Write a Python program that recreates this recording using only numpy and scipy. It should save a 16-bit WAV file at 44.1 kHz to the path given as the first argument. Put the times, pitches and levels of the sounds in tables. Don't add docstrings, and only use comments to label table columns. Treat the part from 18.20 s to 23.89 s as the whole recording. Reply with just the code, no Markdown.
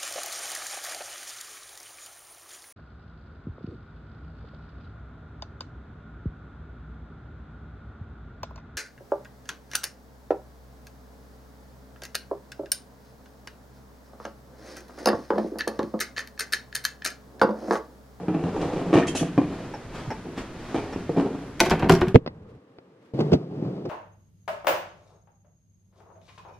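import sys
import numpy as np
from scipy import signal
from scipy.fft import rfft, irfft, next_fast_len
from scipy.io import wavfile
from scipy.ndimage import uniform_filter1d, map_coordinates

SR = 44100
rng = np.random.default_rng(int(sys.argv[2]) if len(sys.argv) > 2 else 0)


def transcribe(u):
    v = np.clip(np.atleast_2d(u).T, -1, 1)
    q = np.round(v * 32767).astype(np.int16)
    wavfile.write(sys.argv[1], SR, q)


N = 251050
TIME = np.arange(N) / SR
ROOM_END_S, LEAVE_S, OUTDOORS_S = 3.905, 3.96, 4.938
TOP_HZ = 15700

# start_s, end_s, rumble_db
ROLLS = [(0, .27, -38), (.36, .83, -32.5), (1.25, 1.42, -40.5), (2.62, 2.7, -41), (3.01, 3.03, -30.5)]
ROLL_RISE_S, ROLL_COAST_S = 0.035, 0.1
GRIT_DB = -4.5
# start_s, end_s, level_db
JUDDERS = [(.735, .785, -21.5), (2.555, 2.58, -30.5), (2.968, 3.005, -30.5)]
JUDDER_RISE_S, JUDDER_FALL_S = 0.0016, 0.029
CLATTER_DB = -11
# start_s, level_db, rattle_s, boom_db, brightness_db_per_octave
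KNOCKS = [(.083, -16.5, 0.019, 4.5, -2.5), (.147, -19.5, 0.029, -5, -2.5), (0.238, -20, 0.0065, 4, -1.5),
          (.363, -23.5, 0.0034, -6, -1.5), (.374, -28.5, 0.005, -22, -2.5), (.386, -25.5, 0.0056, -6, -3.5),
          (0.415, -32, 0.0047, 14, 4.5), (.453, -24.5, .004, 8, -0.5), (0.486, -28.5, 0.0053, -13, .5),
          (.533, -24.5, 0.0059, -2, .5), (.568, -24, 0.0045, -3, -1), (.618, -30.5, 0.0031, -15, -2.5),
          (.664, -23.5, 0.0068, 3, -8), (0.729, -11.5, .004, -11, -1), (.738, -14.5, 0.0049, -14, -1),
          (.744, -14.5, 0.0047, -20, 0), (.754, -10.5, 0.0034, -3, -5), (.765, -11.5, .004, -4, -3),
          (.78, -15, 0.003, -21, -5), (.796, -21.5, 0.0042, -4, -4), (.95, -23, 0.003, -16, -1),
          (1.011, -18, .012, 3.5, -6), (1.029, -19.5, 0.0034, -7, -2), (1.178, -10.5, 0.012, -3, -3),
          (2.056, -32.5, 0.018, -7, -5), (2.545, -18, 0.021, -5.5, 0.5), (2.577, -25.5, 0.011, 1.5, -2),
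          (2.726, -28.5, 0.0072, 5, 2), (2.761, -21.5, 0.0017, 0, -5.5), (2.894, -24, 0.0078, 0.5, -3.5),
          (2.964, -20, 0.018, -11, -3.5), (2.974, -17.5, 0.012, -5, -5), (2.997, -22, 0.0099, -1, -1),
          (3.146, -26, .0076, 3, -4.5)]
HOUSING_DB, HOUSING_DB_PER_DB = -13.5, 0.41
SHAKE_DELAY_S, SHAKE_DB, SHAKE_S = 0.037, -16, 0.014
# start_s, level_db
FLOOR_THUDS = [(0.241, -28), (.752, -20), (2.761, -33)]
# start_s, level_db, rattle_s
CLACKS = [(0.87, -32, 0.019), (.951, -32, 0.026), (.967, -30.5, 0.016), (0.993, -35, 0.03)]
# start_s, pitch_hz, level_db
CHIRPS = [(.787, 2440, -29), (.827, 1790, -28.5), (.853, 1200, -32.5), (.881, 3186, -34.5),
          (.951, 675, -25.5), (.992, 3315, -35), (1.029, 653, -33), (2.761, 445, -25.5), (2.894, 485, -21)]
CHIRP_WIDTH_HZ = 56
# freq_hz, density_db
CASE_SPECTRUM = [(30, -28.5), (90, -25.5), (160, 1), (230, -1), (288, 2.5), (330, 2.5), (470, -2.5),
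                 (590, -14.5), (668, -2.5), (1000, -15), (1490, -24), (2400, -34), (3300, -32),
                 (10000, -51), (14000, -81)]
# freq_hz, width_hz, level_db
CASE_MODES = [(178.3, 11, -2.5), (228.5, 5.9, -8), (279.4, 3, -5), (376, 8.9, -11), (480, 11, -12.5),
              (637.3, 21, -10.5), (761, 19, -23.5), (1850, 40, -32.5), (2320, 43, -27), (2580, 37, -39.5)]
# freq_hz, width_hz, level_db
WHEEL_MODES = [(625, 70, 1), (770, 78, 4.5), (1020, 90, 0.5), (1200, 100, 2.5), (1380, 220, -3.5),
               (1784, 280, -7.5), (2288, 89, -1), (2440, 88, -4.5), (2760, 130, -4), (3050, 140, -16)]
HOUSING_SHIFT = 0.037
# freq_hz, width_hz, level_db
FLOOR_MODES = [(113, 26, 0)]
# freq_hz, density_db
CASTER_SPECTRUM = [(300, -13), (1000, -12), (1500, -6.5), (2600, -4.5), (5400, -7.5), (6400, -4),
                   (10500, -16.5), (12500, -30)]
# freq_hz, width_hz, level_db
CASTER_MODES = [(2500, 110, 10), (2720, 100, 4), (3000, 77, 6), (3365, 140, 3), (6040, 180, -5),
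                (6700, 101, -11), (7400, 140, -3), (10500, 370, 1)]
# freq_hz, gain_db
SUITCASE_TONE = [(30, -11.5), (75, 0), (9500, -1.5), (11500, -3), (13000, -11.5)]

# freq_hz, t60_s
ROOM_T60 = [(100, 0.65), (260, 0.8), (700, 0.3), (1840, 0.66), (5000, 0.31), (12000, 0.25)]
# freq_hz, gain_db
SIDE_WIDTH = [(60, -30), (200, -24.5), (400, -13), (1290, -8), (2400, -3), (4400, 3.5), (8100, 7.5),
              (15000, 19)]
# freq_hz, density_db
ROOM_AIR = [(15, -31), (28, -10.5), (90, 6), (330, 4.5), (560, -6.5), (900, -13.5), (1600, -14.5),
            (3000, -28.5), (5300, -33), (11000, -41.5), (14500, -57)]

# peak_s, level_db, fall_s
SWISHES = [(.42, -37.5, 1), (1.33, -47, 0.25), (1.758, -38.5, 0.12), (2.18, -32, 0.033),
           (2.49, -40.5, 0.85)]
SWISH_RISE_PER_FALL = 0.21
# freq_hz, density_db
SLEEVE_SPECTRUM = [(150, 7), (600, 1.5), (1400, -5), (3300, -13.5), (5200, -19), (9000, -29.5),
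                   (13000, -43.5)]

# start_s, level_db
LEVER_CLICKS = [(1.538, -32), (1.905, -28), (2.728, -35.5)]
# freq_hz, width_hz, level_db
LEVER_MODES = [(383, 184, 3.5), (905, 74, 7.5), (1110, 160, -23), (1620, 370, -4), (2650, 770, -16.5),
               (5460, 130, -10.5)]
# start_s, wood_db, steel_db, wood_brightness_db_per_octave, blow_s (base rattle), wood_lag_s, boom_db
SHUTS = [(3.403, -13.5, -9.5, 0.1, 0.0058, 0.0029, 0), (3.459, -23.5, -30, 0, 0.015, 0.0024, 4.5),
         (3.507, -14.5, -23, -1, 0.0089, 0.0052, 0), (3.595, -27.5, -36.5, 0.5, .008, 0.0029, -1),
         (3.623, -18, -55, -2.5, 0.011, 0.0015, 1.5), (3.641, -23.5, -51.5, -1.5, 0.014, 0.0015, 6.5),
         (3.6954, -5, -17, -1, .0035, 0.00047, -1), (3.719, -16, -29.5, -5, .006, 0.0011, 4.5),
         (3.73, -20, -34.5, -4.5, .004, 0.00088, 8.5), (3.751, -24.5, -28, -2.5, 0.0071, 0.0018, 7.5),
         (3.812, -12.5, -33, -2, 0.0033, .004, -1), (3.868, -21, -65, -4, 0.016, .003, 14.5)]
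# delay_s, level_db, rattle_factor
STRIKE = [(-.007, -24, .6), (0, -1, 1.1), (.022, -21.5, 2.5)]
# freq_hz, width_hz, level_db
DOOR_MODES = [(48, 23, -15.5), (102, 45, -9.5), (165, 4.7, 5.5), (218, 12, 2), (285, 6.7, 0),
              (365, 17, 9.5), (451, 11, 1), (663, 11, -0.5), (720, 80, -3), (765, 24, -1.5), (931, 27, 0),
              (1120, 70, -2.5), (1445, 57, -11), (1540, 89, -8.5), (1644, 44, -11.5), (1863, 50, -17),
              (2150, 150, -14.5), (2414, 170, -15), (2720, 150, -13.5), (3070, 260, -19), (4155, 400, -25),
              (5470, 310, -35.5)]
LATCH_SHIFT, DOOR_SHIFT = 0.034, 0.03
# freq_hz, density_db
FRAME_SPECTRUM = [(40, -10.5), (160, -2.5), (400, -4), (700, -5.5), (1100, -17.5), (2000, -20.5),
                  (4500, -41.5), (12000, -53)]
# freq_hz, gain_db
WOOD_TONE = [(4500, 0.5), (8000, -1.5), (13000, -14.5)]
# freq_hz, density_db
FITTINGS_SPECTRUM = [(250, -18.5), (600, 4), (950, 2.5), (1500, -5), (2700, -12), (4200, -24.5),
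                     (8000, -38.5), (14000, -70)]
FITTINGS_DB, FITTINGS_S, FITTINGS_PER_S = -8, 0.012, 380
# start_s, level_db, brightness_db_per_octave
LATCH_CLICKS = [(3.452, -32.5, 0), (3.498, -27, 1), (3.711, -23.5, -2), (3.722, -27, 3.5), (3.738, -30, 2),
                (3.883, -34.5, -1.2)]
# freq_hz, density_db
STEEL_SPECTRUM = [(300, -18.5), (1100, 4), (2600, -1), (3800, -2), (5100, -1), (6800, -11.5), (9000, -11.5),
                  (13500, -18), (15500, -27.5)]
# freq_hz, width_hz, level_db
LATCH_MODES = [(1049, 110, 2), (1130, 45, -4.5), (1390, 50, -2.5), (1700, 43, 3.5), (2140, 60, -0.5),
               (2480, 87, -1), (2900, 100, -11), (3170, 70, -3.5), (4650, 120, -14), (4800, 78, -2.5),
               (5750, 120, -4), (7100, 80, -8)]

# start_s, level_db, brightness_db_per_octave, push_db
BUMPS = [(1.876, -29, -29, -30), (3.9504, 1, 1, -3), (5.1303, -4, -0.5, -38)]
# delay_s, level_db, rattle_s
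JOLTS = [(-.005, -10, 0.0074), (0, -6.5, 0.01), (.0065, -2.5, .002)]
# freq_hz, density_db
THUD_SPECTRUM = [(20, -27.5), (60, -5.5), (135, -0.5), (280, 1.5), (480, -4.5), (680, -22.5), (1200, -41.5),
                 (2600, -39), (5000, -54), (13000, -77.5)]
# freq_hz, density_db
PUSH_SPECTRUM = [(12, -11.5), (35, -3.5), (120, 2), (200, -9.5), (600, -50.5), (3000, -86)]
PUSH_DELAY_S = 0.0017
# start_s, level_db
BUMP_CRACK = (3.9578, -15)
# freq_hz, density_db
CRACK_SPECTRUM = [(400, -24), (1000, 3), (2000, 7), (3200, -5.5), (5000, -24.5), (12000, -43)]
# freq_hz, gain_db
BUMP_WIDTH = [(120, -40), (300, -12), (600, 4.5), (3000, 3.5)]

# freq_hz, density_db
HALL_AIR = [(24, -43), (40, -50), (112, 0), (297, 2), (395, 0.5), (446, 4.5), (701, -11.5), (1240, -13.5),
            (1370, -20), (12000, -56), (15600, -92), (22000, -120)]
# freq_hz, density_db
HANDLING_SPECTRUM = [(15, -11), (35, -17.5), (100, -1), (200, -5), (1000, -84)]
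HALL_AIR_DB, HALL_HISS_DB = -56, -71
STIR_DB, HANDLING_DB = -52, -43
SETTLE_DB_PER_S, STILL_S = 18, 4.36
# start_s, level_db
TICKS = [(4.063, -24.5), (4.076, -24.5), (4.586, -40.5)]
# freq_hz, density_db
HANDLE_SPECTRUM = [(50, -17), (250, 4.5), (900, -4), (1500, -10.5), (2300, -14), (5000, -13), (8000, -68)]
# freq_hz, side_gain_db
WALL_SCATTER = [(100, -60), (300, -26.5), (700, -6), (1800, -6), (5000, -12)]
# start_s, end_s, level_db
RUSTLES = [(4.15, 4.18, -79), (4.225, 4.235, -76.5), (4.295, 4.315, -69.5), (4.35, 4.36, -75),
           (4.82, 4.92, -70)]
RUSTLE_RISE_S, RUSTLE_FALL_S = 0.011, 0.0094
# freq_hz, density_db
HISS_SPECTRUM = [(500, -2), (1500, 5), (3500, -4), (6000, -11.5), (9000, -18), (14000, -25.5)]

# start_s, end_s, rumble_db
PATH_ROLLS = [(4.99, 5.125, -25.5), (5.35, 5.69, -32.5)]
PATH_RISE_S, PATH_COAST_S = 0.11, 0.064
GRIT_HISS_DB = -29
# start_s, level_db, brightness_db_per_octave
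SEAMS = [(4.99, -19.5, 1.5), (5.004, -19, 1.5), (5.118, -15, 0.5), (5.131, -18.5, 4.5), (5.146, -18, 1.5),
         (5.423, -21.5, -3), (5.653, -28.5, 1)]
# freq_hz, density_db
PAVING_SPECTRUM = [(30, -35.5), (86, -26.5), (125, -4.5), (155, -1.5), (240, -10), (400, -9), (600, -22),
                   (750, -26.5), (1000, -34.5), (1250, -36), (1600, -46.5), (2500, -47.5), (5000, -51),
                   (12000, -86.5)]


def amp(db):
    return 10 ** (np.asarray(db) / 20)


def unit(x):
    return x / np.sqrt(np.mean(x ** 2) + 1e-20)


def along(points, hz):
    f, v = np.transpose(points)
    return np.interp(np.log(hz + 1), np.log(f + 1), v)


def between(start_s, end_s, fade):
    return np.clip(1 + np.minimum(TIME - start_s, end_s - TIME) / fade, 0, 1)


def swells(rows, rise_s, fall_s):
    total = 0
    for start_s, end_s, db in rows:
        outside = np.maximum((start_s - TIME) / rise_s, (TIME - end_s) / fall_s)
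        total = total + amp(db) * np.exp(-np.maximum(outside, 0))
    return total


def wobble(rate):
    knots = rng.standard_normal(int(N * rate / SR) + 4)
    return map_coordinates(knots, [TIME * rate])


def filtered(x, response):
    n = x.shape[-1]
    size = 2 * next_fast_len(n // 2 + 4096)
    return irfft(rfft(x, size) * response(np.fft.rfftfreq(size, 1 / SR)), size)[..., :n]


def coloured(x, points):
    def response(hz):
        cepstrum = irfft(np.log(amp(along(points, hz))))
        half = len(cepstrum) // 2
        fold = np.r_[1, np.full(half - 1, 2), 1, np.zeros(half - 1)]
        return np.exp(rfft(cepstrum * fold))
    return filtered(x, response)


def resonate(x, modes):
    def response(f):
        total = 0
        for k, (hz, width, db) in enumerate(modes):
            damping = 1j * f * width
            total = total + (-1) ** k * amp(db) * damping / (hz * hz - f * f + damping)
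        return total
    return filtered(x, response)


def shifted(modes, shift, spread_db):
    draws = rng.standard_normal((len(modes), 2))
    return [(hz * np.exp(shift * a), width, db + spread_db * b)
            for (hz, width, db), (a, b) in zip(modes, draws)]


def noise(spectrum):
    return unit(coloured(rng.standard_normal(N), spectrum))


def contact(rattle_s, chatter, brightness=0, rise_s=0.0058, grit_db=0.0):
    t = np.arange(SR // 4) / SR
    clumps = amp(grit_db * np.interp(t * 250, np.arange(64), rng.standard_normal(64)))
    envelope = np.exp(-t / max(rattle_s, 1 / SR)) * (1 - np.exp(-t / rise_s))
    after = clumps * rng.standard_normal(len(t)) * envelope
    force = (t == 0) + chatter * after / np.linalg.norm(after)
    return coloured(force, [(150, 0), (4800, 5 * brightness)])


def clatter(rate, decay_s, spread_db):
    t = np.arange(SR // 4) / SR
    ticks = (rng.random(len(t)) < rate / SR) | (t == 0)
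    sizes = rng.choice([-1, 1], len(t)) * amp(spread_db * rng.standard_normal(len(t)))
    return ticks * sizes * np.exp(-t / decay_s)


def add(track, s, db, sound):
    loudest = np.sqrt(uniform_filter1d(sound ** 2, size=256).max())
    part = track[round(s * SR):][:len(sound)]
    part += amp(db) / loudest * sound[:len(part)]


def boom(x, db):
    return coloured(x, [(185, db), (260, 0)])


def tread(rate, spread_db, sway_db):
    signs = (rng.random(N) < rate / SR) * rng.choice([-1, 1], N)
    hits = signs * amp(spread_db * rng.standard_normal(N))
    return hits * amp(sway_db * wobble(28))


def grit(rate, low_hz, high_hz, cycles, spread_db):
    draws = rng.random((int(rate * N / SR), 3))
    start = (draws[:, :1] * N).astype(int)
    hz = low_hz * (high_hz / low_hz) ** draws[:, 1:2]
    size = amp(spread_db * draws[:, 2:]) * low_hz / hz
    k = np.arange(1024)
    ticks = size * np.sin(2 * np.pi * hz * k / SR) * np.exp(-hz * k / SR / cycles)
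    return unit(np.bincount((start + k).ravel(), ticks.ravel(), N)[:N])


def shell(force):
    return coloured(force, CASE_SPECTRUM) + amp(5.0) * resonate(force, CASE_MODES)


def rolling():
    grain = tread(rate=540, spread_db=1.5, sway_db=5)
    grain = coloured(grain, [(150, -0.78), (300, -0.93), (650, 0.9), (2500, -0.97)])
    specks = grit(rate=130, low_hz=380, high_hz=1500, cycles=4.5, spread_db=16)
    rumble = swells(ROLLS, ROLL_RISE_S, ROLL_COAST_S) * (unit(shell(grain)) + amp(GRIT_DB) * specks)
    ribs = tread(rate=400, spread_db=2.5, sway_db=0.2)
    ribs = coloured(ribs, [(150, -6.5), (700, 5), (2500, 9.5), (9000, 8.5)])
    judder = swells(JUDDERS, JUDDER_RISE_S, JUDDER_FALL_S)
    housings = amp(CLATTER_DB) * judder / judder.max() * unit(resonate(ribs, WHEEL_MODES))
    return rumble + judder * (unit(shell(ribs)) + housings)


def add_knock(out, s, db, rattle_s, boom_db, tilt):
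    force = contact(rattle_s, chatter=1.8, brightness=tilt, rise_s=0.00098, grit_db=2.5)
    add(out, s, db, boom(shell(force), boom_db))
    housing = shifted(WHEEL_MODES, HOUSING_SHIFT, spread_db=3)
    housing_db = db + HOUSING_DB + HOUSING_DB_PER_DB * (db + 7.5)
    force = contact(rattle_s, chatter=1.2, brightness=tilt, rise_s=0.0013)
    add(out, s, housing_db, resonate(force, housing))
    shake = clatter(rate=320, decay_s=SHAKE_S, spread_db=7.5)
    shaken = unit(shell(shake)) + amp(-10) * unit(resonate(shake, housing))
    add(out, s + SHAKE_DELAY_S, db + SHAKE_DB, shaken)


def suitcase():
    out = rolling()
    for knock in KNOCKS:
        add_knock(out, *knock)
    for s, db in FLOOR_THUDS:
        add(out, s, db, resonate(contact(rattle_s=0.0035, chatter=0.3, brightness=-13), FLOOR_MODES))
    for s, db, rattle_s in CLACKS:
        force = contact(rattle_s, chatter=6.8, rise_s=0.0014, grit_db=3.0)
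        ring = resonate(force, shifted(CASTER_MODES, HOUSING_SHIFT, spread_db=1))
        add(out, s, db, unit(coloured(force, CASTER_SPECTRUM)) + amp(-8) * unit(ring))
    for s, hz, db in CHIRPS:
        force = contact(rattle_s=0.0046, chatter=1.0, brightness=-8)
        add(out, s, db, resonate(force, [(hz, CHIRP_WIDTH_HZ, 0)]))
    return coloured(out, SUITCASE_TONE)


def reflections(t60):
    hz, t, z = signal.stft(rng.standard_normal(SR * 3 // 4), SR, nperseg=256)
    decay = amp(-60 * t / along(t60, hz)[:, None])
    tail = signal.istft(z * decay, SR, nperseg=256)[1]
    return tail / np.linalg.norm(tail)


def room_echo(x, step_s):
    step = round(step_s * SR)
    out = np.zeros(N + 2 * SR)
    for start in range(0, round(LEAVE_S * SR), step):
        part = x[start:start + 2 * step] * np.bartlett(2 * step)
        if part.any():
            tail = signal.fftconvolve(part, reflections(ROOM_T60))
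            out[start + SR // 200:][:len(tail)] += tail
    return out[:N]


def in_room(x, wet_db, near_db, near_t60, width_db):
    def echo(t60):
        delayed = np.pad(x, (SR // 200, 0))
        return signal.fftconvolve(delayed, reflections(t60))[:N]
    mid = x + amp(wet_db) * room_echo(x, step_s=0.09)
    near = amp(near_db) * echo([(1000, near_t60)])
    far = amp(wet_db - 5.0) * echo(ROOM_T60)
    side = amp(width_db) * coloured(near + far, SIDE_WIDTH)
    return np.array([mid + side, mid - side])


def room_air():
    mid, side = noise(ROOM_AIR), coloured(noise(ROOM_AIR), SIDE_WIDTH)
    return amp(-42.5 + 1.1 * wobble(15)) * np.array([mid + side, mid - side])


def sleeve():
    strokes = 0
    for s, db, fall_s in SWISHES:
        strokes = strokes + swells([(s, s, db)], SWISH_RISE_PER_FALL * fall_s, fall_s)
    return strokes * amp(0.53 * wobble(57)) * noise(SLEEVE_SPECTRUM)


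def latch(rattle_s, brightness=0):
    force = contact(rattle_s, chatter=1.6, brightness=brightness, rise_s=0.00035, grit_db=-3)
    crack = coloured(force, STEEL_SPECTRUM)
    modes = shifted(LATCH_MODES, LATCH_SHIFT, spread_db=-1.5)
    ring = resonate(contact(rattle_s, chatter=0.98, brightness=brightness), modes)
    return unit(crack) + amp(-2) * unit(ring)


def add_shut(out, s, wood_db, steel_db, tilt, blow_s, lag_s, boom_db):
    for delay_s, db, stretch in STRIKE:
        rattle_s = blow_s * stretch
        modes = shifted(DOOR_MODES, DOOR_SHIFT, spread_db=-0.5)
        leaf = resonate(contact(rattle_s, chatter=1.3, brightness=tilt, rise_s=0.0016), modes)
        force = contact(3 * rattle_s, chatter=3.5, brightness=tilt, rise_s=0.00061, grit_db=7)
        frame = coloured(force, FRAME_SPECTRUM)
        for wood in (leaf, frame):
            add(out, s + lag_s + delay_s, wood_db + db - 1.5, coloured(boom(wood, boom_db), WOOD_TONE))
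        add(out, s + delay_s, steel_db + db, latch(0.5 * rattle_s))
    fittings = coloured(clatter(FITTINGS_PER_S, FITTINGS_S, spread_db=3.5), FITTINGS_SPECTRUM)
    add(out, s + lag_s, wood_db + FITTINGS_DB - 0.29 * boom_db, fittings)


def door():
    out = np.zeros(N)
    for s, db in LEVER_CLICKS:
        add(out, s, db, resonate(contact(rattle_s=0.012, chatter=2.2, rise_s=0.0033), LEVER_MODES))
    for shut in SHUTS:
        add_shut(out, *shut)
    for s, db, brightness in LATCH_CLICKS:
        add(out, s, db, latch(rattle_s=0.003, brightness=brightness))
    return out


def bumps():
    mid, side = np.zeros(N), np.zeros(N)
    for s, level_db, brightness, push_db in BUMPS:
        for delay_s, db, rattle_s in JOLTS:
            for track in (mid, side):
                force = contact(rattle_s, chatter=0.91, brightness=brightness)
                add(track, s + delay_s, level_db + db, coloured(force, THUD_SPECTRUM))
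        push = coloured(contact(rattle_s=0.0029, chatter=0.54), PUSH_SPECTRUM)
        add(mid, s + PUSH_DELAY_S, push_db, push)
    crack = coloured(contact(rattle_s=0.0015, chatter=1.4, rise_s=0.00044), CRACK_SPECTRUM)
    add(mid, *BUMP_CRACK, crack)
    side = coloured(side, BUMP_WIDTH)
    return np.array([mid + side, mid - side]) * amp([[-0.8], [0.8]])


def hallway():
    settling = amp(-SETTLE_DB_PER_S * np.maximum(TIME - LEAVE_S, 0))
    handling = settling * between(LEAVE_S, STILL_S, fade=0.05)
    out = (amp(HALL_AIR_DB) + amp(STIR_DB) * handling) * noise(HALL_AIR)
    out += amp(HANDLING_DB) * handling * noise(HANDLING_SPECTRUM)
    for s, db in TICKS:
        force = contact(rattle_s=0.0019, chatter=0.78, brightness=-2.0)
        add(out, s, db, coloured(force, HANDLE_SPECTRUM))
    return out * between(LEAVE_S, OUTDOORS_S, fade=0.0071)


def distant_hiss():
    indoors = amp(HALL_HISS_DB) * between(LEAVE_S, OUTDOORS_S, fade=0.015)
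    rustles = swells(RUSTLES, RUSTLE_RISE_S, RUSTLE_FALL_S) * amp(2.45 * wobble(70))
    wheels = swells(PATH_ROLLS, PATH_RISE_S, PATH_COAST_S) * between(OUTDOORS_S, N / SR, fade=0.003)
    level = (indoors + rustles + amp(GRIT_HISS_DB) * wheels) * amp(0.84 * wobble(9.6))
    return level * np.array([noise(HISS_SPECTRUM), noise(HISS_SPECTRUM)])


def from_left(x, lead_s):
    return filtered(x, lambda hz: np.exp(1j * np.pi * hz * lead_s * np.array([[1], [-1]])))


def path():
    rumble = unit(coloured(tread(rate=7900, spread_db=2, sway_db=2.0), PAVING_SPECTRUM))
    stones = grit(rate=110, low_hz=380, high_hz=1300, cycles=3, spread_db=18)
    out = swells(PATH_ROLLS, PATH_RISE_S, PATH_COAST_S) * (rumble + amp(-16.5) * stones)
    for s, db, brightness in SEAMS:
        force = contact(rattle_s=0.0074, chatter=3.6, brightness=brightness, rise_s=0.0017)
        add(out, s, db, coloured(force, PAVING_SPECTRUM))
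    return out * between(OUTDOORS_S, N / SR, fade=0.0019)


def scene():
    moving = suitcase() + sleeve()
    room = in_room(moving, wet_db=-7.5, near_db=-2.5, near_t60=0.06, width_db=-4.4) + room_air()
    room += in_room(door(), wet_db=-10.0, near_db=-7.5, near_t60=0.05, width_db=-4.0)
    room = room * between(0, ROOM_END_S, fade=0.07)
    ahead = hallway() + path()
    scatter = signal.fftconvolve(ahead, reflections([(1000, 0.094)]))[:N]
    scatter = coloured(scatter, WALL_SCATTER)
    later = from_left(ahead, lead_s=0.00012) + np.array([scatter, -scatter]) + distant_hiss()
    return room + bumps() + later


def record(dry):
    clipped = dry / (1 + dry ** 8) ** (1 / 8)
    return filtered(clipped, lambda hz: 1 / (1 + (hz / TOP_HZ) ** 90))


dry = scene()
out = record(dry)
transcribe(out)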